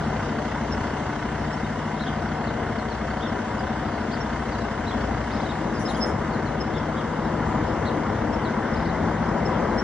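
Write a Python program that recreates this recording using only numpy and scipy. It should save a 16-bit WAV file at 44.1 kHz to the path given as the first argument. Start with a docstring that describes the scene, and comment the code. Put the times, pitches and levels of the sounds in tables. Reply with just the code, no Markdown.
"""A deep diesel throb, a clattering engine and a broad roar that ends louder than it began: a heavy truck creeps
across a wide lot toward a phone near the ground. Small birds call from the bushes and wings flutter briefly.
One engine speed drives sines for exhaust and fan, ringing compressor puffs and the combustion knock;
the roar, clatter and hiss are shaped noise, and the birds are gliding sines with a smeared echo."""
import sys
import numpy as np
from scipy import signal
from scipy.fft import rfft, irfft, next_fast_len
from scipy.io import wavfile
from scipy.ndimage import uniform_filter1d, map_coordinates

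SR = 44100
rng = np.random.default_rng(int(sys.argv[2]) if len(sys.argv) > 2 else 0)


def elevation(decibels):
    """Turn decibel levels (scalar or array-like) into linear amplitude ratios."""
    levels = np.asarray(decibels, float)
    return 10 ** (levels / 20)


def inscribe(sig):
    """Save sig as 16-bit PCM at rate SR to the path in sys.argv[1].

    A 1-D sig is mono; a 2-D sig holds one channel per row.
    Samples are clipped to [-1, 1] before scaling.
    """
    pcm = np.round(np.clip(np.atleast_2d(sig).T, -1, 1) * 32767)
    wavfile.write(sys.argv[1], SR, pcm.astype(np.int16))


N = 433503


def unit(x):
    """Normalization: scaled to rms 1."""
    return x / np.sqrt(np.mean(x ** 2) + 1e-20)


def along(points, hz):
    """Logarithmic frequency scale: columns of a table are interpolated on it."""
    f, *cols = np.transpose(points)
    return np.squeeze([np.interp(np.log(hz + 1), np.log(f + 1), c) for c in cols])


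def curves(rows):
    """Linear interpolation in time: one value per sample for each column after the time."""
    s, *cols = np.transpose(rows)
    return [np.interp(np.arange(N) / SR, s, c) for c in cols]


def wobble(rate):
    """Slow random modulation: a smooth curve through rate random knots a second."""
    knots = rng.standard_normal(int(N * rate / SR) + 4)
    return map_coordinates(knots, [np.arange(N) * rate / SR])


def filtered(x, response):
    """Linear filtering: the spectrum of x times a complex response of frequency."""
    m = next_fast_len(N + SR // 2)
    return irfft(rfft(x, m) * response(np.fft.rfftfreq(m, 1 / SR)), m)[..., :N]


def lift_db(modes, hz):
    """Resonance: each mode lifts a bell-shaped peak over a spectrum."""
    return sum(db / (1 + (2 * (hz - c) / w) ** 2) for c, w, db in modes)


def rush(spectrum, patchy_db, modes=()):
    """Shaped noise: two unrelated noises of joint rms 1 that share patches of random gain."""
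    z = signal.stft(rng.standard_normal((2, N)), nperseg=512)[2]
    field = uniform_filter1d(rng.standard_normal(z.shape[1:]), size=5, axis=0)
    field = uniform_filter1d(field, size=10, axis=1)
    pair = signal.istft(z * elevation(patchy_db * unit(field)), nperseg=512)[1][:, :N]
    return unit(filtered(pair, lambda hz: elevation(along(spectrum, hz) + lift_db(modes, hz))))


def orders(turns, table, waver_db):
    """Order tones: sines locked to a shaft; ground and trailer echoes make each waver on its own."""
    return sum(np.sqrt(2) * elevation(db + waver_db * wobble(6)) * np.sin(2 * np.pi * (k * turns + rng.random()))
               for k, db in table)


# Exhaust orders. Each row: multiple of the firing rate, relative level in dB.
EXHAUST_ORDERS = [(1, -23), (2, 1), (4, -10.5), (3, -5)]
# the last order booms as it crosses the stack's resonance
STACK_HZ, STACK_WIDTH_HZ, STACK_DB = 101.5, 10, 9.5
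EXHAUST_DB, EXHAUST_FOLLOWS = -45.5, 1.6  # dB at idle and lowest roar; dB per dB that the roar swells
# the exhaust booms when load drags the engine down, thins when it revs free
IDLE_HZ, LUG_DB_PER_HZ = 31.9, 3.5


def exhaust(firings, firing_hz, swell_db):
    """Periodic pulsation: the exhaust sounds at multiples of the firing rate, one lifted by stack resonance."""
    stack = [(STACK_HZ, STACK_WIDTH_HZ, STACK_DB)]
    boom_db = lift_db(stack, EXHAUST_ORDERS[-1][0] * firing_hz)
    tones = orders(firings, EXHAUST_ORDERS[:-1], waver_db=1.3)
    tones += elevation(boom_db) * orders(firings, EXHAUST_ORDERS[-1:], waver_db=2)
    lug_db = LUG_DB_PER_HZ * (firing_hz - IDLE_HZ)
    return tones * elevation(EXHAUST_DB + EXHAUST_FOLLOWS * swell_db - lug_db)


# Blade tone of the fan over time. Each row: time in seconds, level in dB.
BLADE_LEVEL = [(0, -35), (.7, -40), (2.1, -35), (2.7, -42), (4.2, -40.5), (5, -44.5), (5.45, -37),
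               (6.6, -38.5), (7.3, -34), (8.2, -41), (9.3, -31.5), (9.83, -40)]
# Fan harmonics. Each row: multiple of the blade rate, relative level in dB.
FAN_HARMONICS = [(1, 0), (2, -3.5), (3, -11), (4, -15), (5, -17)]
FAN_GEAR = 4.76  # blade passes per firing


def fan(firings, swell_db):
    """Blade-pass tone: a fan sounds at the rate its blades pass, with harmonics."""
    passes = FAN_GEAR * firings
    blade_db, = curves(BLADE_LEVEL)
    tones = elevation(blade_db) * orders(passes, FAN_HARMONICS[:1], waver_db=1.1)
    tones += elevation(-38.5 - .72 * swell_db) * orders(passes, FAN_HARMONICS[1:2], waver_db=1.6)
    # the upper ones firm up with load
    return tones + elevation(-39 + swell_db) * orders(passes, FAN_HARMONICS[2:], waver_db=1.8)


# Intake and tank resonances. Each row: centre in Hz, width in Hz, relative level in dB.
TANK_MODES = [(60, 15, -1.5), (112, 30, -11), (209, 22, .5), (235, 30, -.5)]
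COMPRESSOR_GEAR = .4083  # piston strokes per firing
COMPRESSOR_DB, COMPRESSOR_FOLLOWS = -33, .45  # dB at the lowest roar; dB per dB that the roar swells


def compressor(firings, swell_db):
    """Impulse excitation: one puff per piston stroke rings the intake and tank."""
    strokes = COMPRESSOR_GEAR * firings + .23
    at = np.flatnonzero(np.diff(np.floor(strokes)))
    puffs = np.zeros(N)
    puffs[at] = elevation(rng.standard_normal(len(at)))  # scatter of 1 dB

    def ring(hz):
        # each resonance acts twice, so the valleys between them stay dark
        total = 0
        for k, (centre, width, db) in enumerate(TANK_MODES):
            damping = 1j * hz * width
            total = total + (-1) ** k * elevation(db) * (damping / (centre ** 2 - hz ** 2 + damping)) ** 2
        return total
    return elevation(COMPRESSOR_DB + COMPRESSOR_FOLLOWS * swell_db) * unit(filtered(puffs, ring))


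def knocks(firings, firing_hz):
    """Combustion knock: one pulse per firing, uneven from cylinder to cylinder."""
    strength = rng.uniform(.7, 1.3, int(firings[-1]) + 1)[firings.astype(int)]
    pulse = np.sin(np.pi * (firings % 1) ** .62) ** 4
    depth = np.interp(firing_hz, [31, 35], [1.25, .4])  # idle knocks hardest
    return depth * strength * pulse


def knock_gate(knock):
    """Amplitude modulation: each knock lifts the noise, then it sinks; the half-second rms stays level."""
    gate = 1 + knock
    return gate / np.sqrt(np.abs(uniform_filter1d(gate ** 2, size=SR // 2)))


# Faint tones heard from the side. Each row: frequency in Hz, level in dB before the turn fades it.
DRONE_TONES = [(688, -47), (748, -49)]


def drones(turned):
    """Steady tones: two faint sines that fade as the cab turns."""
    return (1 - turned) * orders(np.arange(N) / SR, DRONE_TONES, waver_db=2.5)


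# Roar spectrum. Each row: frequency in Hz, relative level in dB per Hz.
ROAR_SPECTRUM = [(15, -42.5), (30, -18.5), (50, -10), (95, -4.5), (140, -6.5), (195, -8), (270, -7),
                 (330, -8.5), (500, -11), (700, -12.5), (1000, -12.5), (1500, -17.5), (2100, -23.5),
                 (2500, -37), (4000, -120)]
# Stacks in which the roar rings, heard from the side. Each row: centre in Hz, width in Hz, lift in dB.
PIPE_MODES = [(688, 9, 7), (748, 12, 6.5), (610, 8, 5), (960, 25, 4)]
# Resonances heard from the front. Each row: centre in Hz, width in Hz, lift in dB.
GRILLE_MODES = [(312, 30, 4), (505, 50, 2), (660, 40, 2.5), (760, 25, 4), (880, 30, 2), (985, 35, 4)]


def roar(roar_db, gate, turned):
    """Resonant coloration: broad noise passes from the stacks' resonances to the front's."""
    plain = rush(ROAR_SPECTRUM, patchy_db=.78)
    side = filtered(plain, lambda hz: elevation(lift_db(PIPE_MODES, hz)))
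    front = filtered(plain, lambda hz: elevation(lift_db(GRILLE_MODES, hz)))
    level = elevation(roar_db + .59 * wobble(3.2)) * gate ** .15  # a faint share of the knock
    return level * ((1 - turned) * side + turned * front)


# Clatter spectrum. Each row: frequency in Hz, relative level in dB per Hz.
CLATTER_SPECTRUM = [(300, -37.5), (500, -15.5), (800, -2), (1000, -0.5), (1100, -10), (1500, -2.5),
                    (2180, -7.5), (2330, -26), (2550, -17), (3000, -14.5), (5000, -40), (6500, -56),
                    (11000, -120)]
# Engine block and covers. Each row: centre in Hz, width in Hz, lift in dB.
BLOCK_MODES = [(686, 14, 8), (750, 30, 6), (850, 30, 4), (965, 70, 5), (1220, 60, 3), (1375, 35, 4),
               (1455, 25, 4), (1505, 25, 5), (1550, 25, 4), (1725, 30, 2), (1850, 30, 2), (2010, 30, 3),
               (2090, 60, 3), (2365, 20, 6), (2660, 60, 3), (2940, 35, 5)]


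def clatter(clatter_db, gate):
    """Structural resonance: knocking noise is coloured by the engine block and covers."""
    return elevation(clatter_db) * gate * rush(CLATTER_SPECTRUM, patchy_db=.5, modes=BLOCK_MODES)


# Hiss spectrum. Each row: frequency in Hz, relative level in dB per Hz.
HISS_SPECTRUM = [(1400, -28), (2400, -3), (3100, 0), (4000, -6.5), (5000, -5), (6500, -7.5), (9500, -20.5),
                 (10500, -36), (11900, -31.5), (13400, -30), (14000, -33.5), (15700, -34.5)]


def hiss(hiss_db, gate):
    """Broadband noise: a patchy treble band pulses faintly with the knock."""
    return elevation(hiss_db) * gate ** .13 * rush(HISS_SPECTRUM, patchy_db=1.7)


# Injector spectrum. Each row: frequency in Hz, relative level in dB per Hz.
INJECTOR_SPECTRUM = [(3700, -50), (4350, -3), (4550, 0), (4750, -6), (5400, -50)]


def injectors(clatter_db, knock):
    """Gated noise: one narrow-band tick per firing, 27 dB under the clatter's level."""
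    return elevation(clatter_db - 27) * unit(knock) * rush(INJECTOR_SPECTRUM, patchy_db=-4.5)


# The engine hunts at idle, sags as the clutch bites, then surges and climbs.
# Each row: time in seconds, firing rate in Hz.
ENGINE_SPEED = [(0, 31.84), (.6, 30.89), (1.2, 31.38), (1.8, 32.26), (2.3, 32.08), (2.9, 31.39),
                (3.3, 32.04), (3.9, 32.15), (4.2, 31.36), (4.6, 31.23), (5.11, 29.77), (5.62, 33.99),
                (5.96, 35.6), (6.3, 33.28), (6.64, 31.97), (6.85, 32.39), (7.3, 33.87), (7.9, 32.73),
                (8.5, 34.27), (9.15, 34.93), (9.7, 36.57), (9.83, 37.7)]
# The roar swells with load and nearness while the clatter of the turning cab sinks.
# Each row: time in seconds, then the levels of roar, clatter and hiss in dB before modulation and resonance.
NOISE_LEVELS = [(0, -29, -36, -46.5), (1, -30.5, -36, -46.5), (2.5, -30, -36.5, -48.5),
                (5.3, -30, -36.5, -47), (6.05, -27, -41, -48), (6.7, -30, -38, -49.5),
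                (7.5, -27, -40.5, -48), (8.2, -27.5, -37.5, -49), (9.83, -25.5, -39.5, -48)]
# The cab swings round and other resonances face the phone: start and end in seconds.
CAB_TURN = (4.8, 6.8)


def truck():
    """Superposition: one engine phase drives all parts; the pair is direct sound and unrelated scatter."""
    firing_hz, = curves(ENGINE_SPEED)
    roar_db, clatter_db, hiss_db = curves(NOISE_LEVELS)
    swell_db = roar_db - roar_db.min()
    firings = np.cumsum(firing_hz) / SR
    turned = np.interp(np.arange(N) / SR, CAB_TURN, [0, 1])
    knock = knocks(firings, firing_hz)
    gate = knock_gate(knock)
    tones = exhaust(firings, firing_hz, swell_db) + fan(firings, swell_db)
    tones += compressor(firings, swell_db) + drones(turned)
    noise = roar(roar_db, gate, turned) + clatter(clatter_db, gate)
    noise += hiss(hiss_db, gate) + injectors(clatter_db, knock)
    return tones * [[1], [0]] + noise  # the tones are direct sound only


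# The two microphone ports. Each row: frequency in Hz, left over right in dB, likeness from 0 to 1,
# phase lead of the left in radians.
PORT_RESPONSE = [(60, 2, .94, 0), (220, 2.3, .995, 0), (580, 8, .82, -.1), (850, 4.5, .9, -.55),
                 (1150, 1, .96, -.25), (1500, .2, .997, 0), (2000, .6, .99, 0), (2250, 1.4, .85, .25),
                 (2550, 1.2, .3, .6), (3000, 2.5, .55, 1.6), (3250, 3.5, .1, .5), (3600, 3, .5, -.6),
                 (4050, 1.2, .68, 0), (4700, 3.3, .25, 2.2), (5800, -1, .05, 2.6), (6700, -.4, .4, 2.6),
                 (9300, -1, .2, 3.1), (10000, 1, .75, 3.1), (11200, 0, .99, 3.14), (13500, 0, .99, 3.14),
                 (15000, 0, .7, 3.14)]


def ports(pair):
    """Interchannel coherence: the right port hears a phase-shifted share of the direct sound, plus scatter."""
    def response(hz):
        left_db, alike, lead = along(PORT_RESPONSE, hz)
        alike = np.clip(alike, 0, 1)
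        right_gain = elevation(-left_db / 2)
        return np.array([elevation(left_db / 2), right_gain * alike * np.exp(-1j * lead),
                         right_gain * np.sqrt(1 - alike ** 2)])
    left, right, scattered = filtered(pair[[0, 0, 1]], response)
    return np.array([left, right + scattered])


def bird(notes, left_db, lead, overtone_db, echo_db, rough_db=1.5, flat=2, soft=.33, bright=0):
    """Frequency modulation: whistles glide and bend at both ends; bushes and trailers smear a short echo."""
    out = np.zeros((2, N + SR))
    for s, length, middle, glide, db, droop in notes:
        u = np.arange(round(length * SR)) / (length * SR)
        bend = np.abs(2 * u - 1) ** flat  # a larger power holds the middle pitch and steepens the ends
        hz = middle * (1 - droop * bend) + glide * (u - .5)
        phase = 2 * np.pi * np.cumsum(hz) / SR + np.array([[lead], [0]])
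        lean = left_db(middle) / 2
        envelope = np.sin(np.pi * u) ** soft * (hz / middle) ** bright
        note = envelope * (np.sin(phase) + elevation(overtone_db) * np.sin(2 * phase))
        out[:, round(s * SR):][:, :len(u)] += elevation(db + np.array([[lean], [-lean]])) * note
    out[:, :N] *= elevation(rough_db * wobble(350))  # an unsteady syrinx and leaves roughen the whistle
    t = np.arange(SR // 4) / SR
    tail = rng.standard_normal((2, len(t))) * elevation(-60 * t / .29) * (t > .006)
    echo = signal.fftconvolve(out, tail / np.linalg.norm(tail[0]), axes=1)[:, :N + SR]
    return (out + elevation(echo_db) * echo)[:, :N]


def far_bird(notes, echo_db, **character):
    """Level and phase differences: these birds lean left, the more so above 3900 Hz."""
    lean = lambda hz: np.interp(hz, [3900, 4250], [1.5, 7])
    return bird(notes, lean, lead=-.4, overtone_db=-30, echo_db=echo_db, **character)


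def drooping(notes, droop):
    """Pitch contour: the ends of each note lie under the middle by a share droop (over it if negative)."""
    return [(*note, droop) for note in notes]


def voiced(notes, droop, lower_db, upper_db):
    """Two-voiced syrinx: rows for the lower voice and, where it sings, the upper one."""
    lower, upper = [], []
    for s, length, hz, glide, db, above in notes:
        lower.append((s, length, hz, glide, db + lower_db, droop))
        if above:
            upper.append((s, length, hz + above, glide, db + upper_db, droop))
    return lower + upper


# Chips. Each row: start in seconds, length in seconds, middle pitch in Hz,
# glide from first to last pitch in Hz, level in dB before lean and roughness.
CHIP_NOTES = [(.716, 0.028, 5350, -80, -36.5), (1.525, 0.031, 5380, 10, -43), (3.27, .03, 5382, -100, -47),
              (4.203, 0.027, 5537, -30, -39.5), (4.46, 0.049, 5880, -150, -55),
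              (5.735, 0.041, 5157, -260, -44), (5.77, 0.022, 4830, 52, -44), (5.85, .031, 5210, -80, -34),
              (5.938, .025, 4964, 45, -45), (6.005, 0.051, 5284, 167, -26.5), (6.6, 0.029, 5280, 118, -35),
              (6.775, .02, 5133, 103, -43), (7.24, .022, 5144, -33, -49), (7.67, .035, 5260, 38, -52),
              (8.32, 0.041, 5352, 17, -47), (8.732, 0.02, 5108, 0, -43), (9.285, 0.015, 5247, -68, -50),
              (9.452, 0.025, 5300, -200, -38.5), (9.775, 0.036, 5415, 545, -33)]


def chips():
    """Short tone bursts: soft-edged whistles of one bird to the right."""
    return bird(drooping(CHIP_NOTES, .027), lambda hz: -2.5, lead=1.7, overtone_db=-32, echo_db=-13,
                rough_db=1.7, soft=.7)


# Falling notes. Each row: start in seconds, length in seconds, middle pitch in Hz, glide in Hz,
# level in dB before lean and roughness.
FALL_NOTES = [(1.643, 0.015, 3700, -200, -45.5), (2.468, 0.038, 4100, -900, -49),
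              (2.476, .022, 3740, -900, -46), (2.78, 0.029, 4290, -500, -48),
              (2.901, .034, 4270, -850, -47), (3.59, 0.014, 4950, -450, -45),
              (4.515, .042, 4400, -1300, -48), (4.605, 0.022, 3950, -410, -48),
              (5.02, 0.027, 3300, -450, -50), (5.45, .02, 4250, -600, -53),
              (6.325, 0.033, 4263, -830, -48.5), (6.455, 0.033, 4210, -760, -49),
              (8.438, .05, 4030, -1300, -47.5), (8.446, .022, 3920, -800, -52),
              (8.892, .014, 4250, -500, -51)]


def falls():
    """Downward chirps: crisp slides in pitch."""
    return far_bird(drooping(FALL_NOTES, -.013), echo_db=-6, rough_db=1.2)


# Double notes. Each row: start in seconds, length in seconds, middle pitch of the lower voice in Hz, glide in Hz,
# level in dB before voicing, lean and roughness, offset of the upper voice in Hz (0 is silent).
DOUBLE_NOTES = [(1.989, 0.059, 3900, -100, -43.5, 331), (4.111, 0.054, 4570, 150, -45, 422),
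                (5.875, .043, 3870, -310, -41.5, 356), (7.85, 0.052, 3920, -500, -43, 367)]


def doubles():
    """Simultaneous tones: both halves of the syrinx sound, holding the middle pitch with steep ends."""
    return far_bird(voiced(DOUBLE_NOTES, .35, lower_db=0, upper_db=-3), echo_db=-5.5, flat=3.5)


# Pointed notes. Each row: start in seconds, length in seconds, middle pitch of the lower voice in Hz, glide in Hz,
# level in dB before voicing, lean and roughness, offset of the second voice in Hz (0 is silent).
POINTED_NOTES = [(2.058, 0.036, 3470, -150, -41, 300.5), (5.486, 0.035, 3880, -400, -46, -1),
                 (6.958, 0.057, 3450, -300, -45, 451), (7.241, .038, 4070, -300, -52, 0)]


def pointed():
    """Peaked pitch contour: nearly straight up, then straight down."""
    return far_bird(voiced(POINTED_NOTES, .18, lower_db=0, upper_db=-3), echo_db=-4.5, flat=1.3)


# Arched notes. 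Each row: start in seconds, length in seconds, middle pitch of the lower voice in Hz, glide in Hz,
# level in dB before voicing, lean and roughness, offset of the upper voice in Hz (0 is silent).
ARCH_NOTES = [(3.203, .078, 3500, 10, -44, 230), (4.247, 0.03, 3550, -200, -51, 0),
              (4.863, .041, 4070, 0, -41, 0), (4.908, 0.027, 3500, -50, -40.5, 0),
              (5.44, .034, 3900, 500, -47, 0), (5.466, .014, 3050, -200, -46, 0),
              (5.506, .018, 4400, 600, -49, 0), (8.882, .028, 3950, 400, -50, 0),
              (5.945, 0.035, 3350, -200, -41.5, 0), (6.728, 0.068, 3470, -50, -48, 250),
              (7.908, 0.017, 3050, 150, -48, 0), (8.09, .024, 3750, -150, -54, 0)]


def arches():
    """Parabolic pitch contour: notes bend down at both ends, some in two voices."""
    return far_bird(voiced(ARCH_NOTES, .16, lower_db=.5, upper_db=1), echo_db=-3.5)


# Rising sweeps of two trills. 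Each row: start in seconds, length in seconds, level in dB,
# lingering in seconds, its level in dB, both levels before lean and roughness.
TRILL_SWEEPS = [(5.309, .022, -44.5, .03, -50), (5.348, .023, -45.5, .03, -54),
                (5.399, .024, -48, .01, -58), (8.751, .022, -47, .026, -54), (8.799, .018, -47, .022, -54),
                (8.845, .021, -45, .01, -58)]


def trills():
    """Upward chirps: each sweep starts slowly, shoots up, louder on top, and lingers there."""
    notes = []
    for s, length, db, hold, hold_db in TRILL_SWEEPS:
        notes.append((s, length, 4050, 1750, db, -.09))  # middle Hz, rise Hz; ends bend upward
        notes.append((s + length, hold, 5120, 0, hold_db, 0))
    return far_bird(notes, echo_db=-3.5, bright=2)


# Wing beats. Each row: start in seconds, length in seconds, peak level in dB.
WING_BEATS = [(5.79, 0.087, -48.5), (5.883, 0.085, -48.5), (5.963, 0.059, -49.5), (6.055, 0.082, -51)]
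# Feather noise. Each row: frequency in Hz, relative level in dB per Hz.
FEATHER_SPECTRUM = [(3500, -14), (5800, 8), (7800, -3), (9000, -3), (10300, 4), (11500, -33), (13000, -49)]


def wings():
    """Enveloped noise: each wing beat is a short puff of feather noise."""
    t = np.arange(N) / SR
    beats = sum(elevation(db) * np.sin(np.pi * np.clip((t - s) / length, 0, 1) ** .45)
                for s, length, db in WING_BEATS)
    return beats * rush(FEATHER_SPECTRUM, patchy_db=3)


def scene():
    """Superposition: the truck drifts 1.2 dB toward the left port; one bird is to the right, others left."""
    drift_db = 1.2 * np.linspace(-1, 1, N) / 4
    moving_truck = ports(truck()) * elevation([drift_db, -drift_db])
    birds = chips() + falls() + doubles() + pointed() + arches() + trills()
    return moving_truck + birds + wings()


def roll_off(x):
    """The treble ends steeply here."""
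    return signal.sosfilt(signal.butter(12, 16920, fs=SR, output="sos"), x)


def record(dry):
    """Band limiting: the phone keeps nothing from 15760 Hz up."""
    mix = filtered(dry, lambda hz: hz < 15760)
    return roll_off(mix)


dry = scene()
out = record(dry)
inscribe(out)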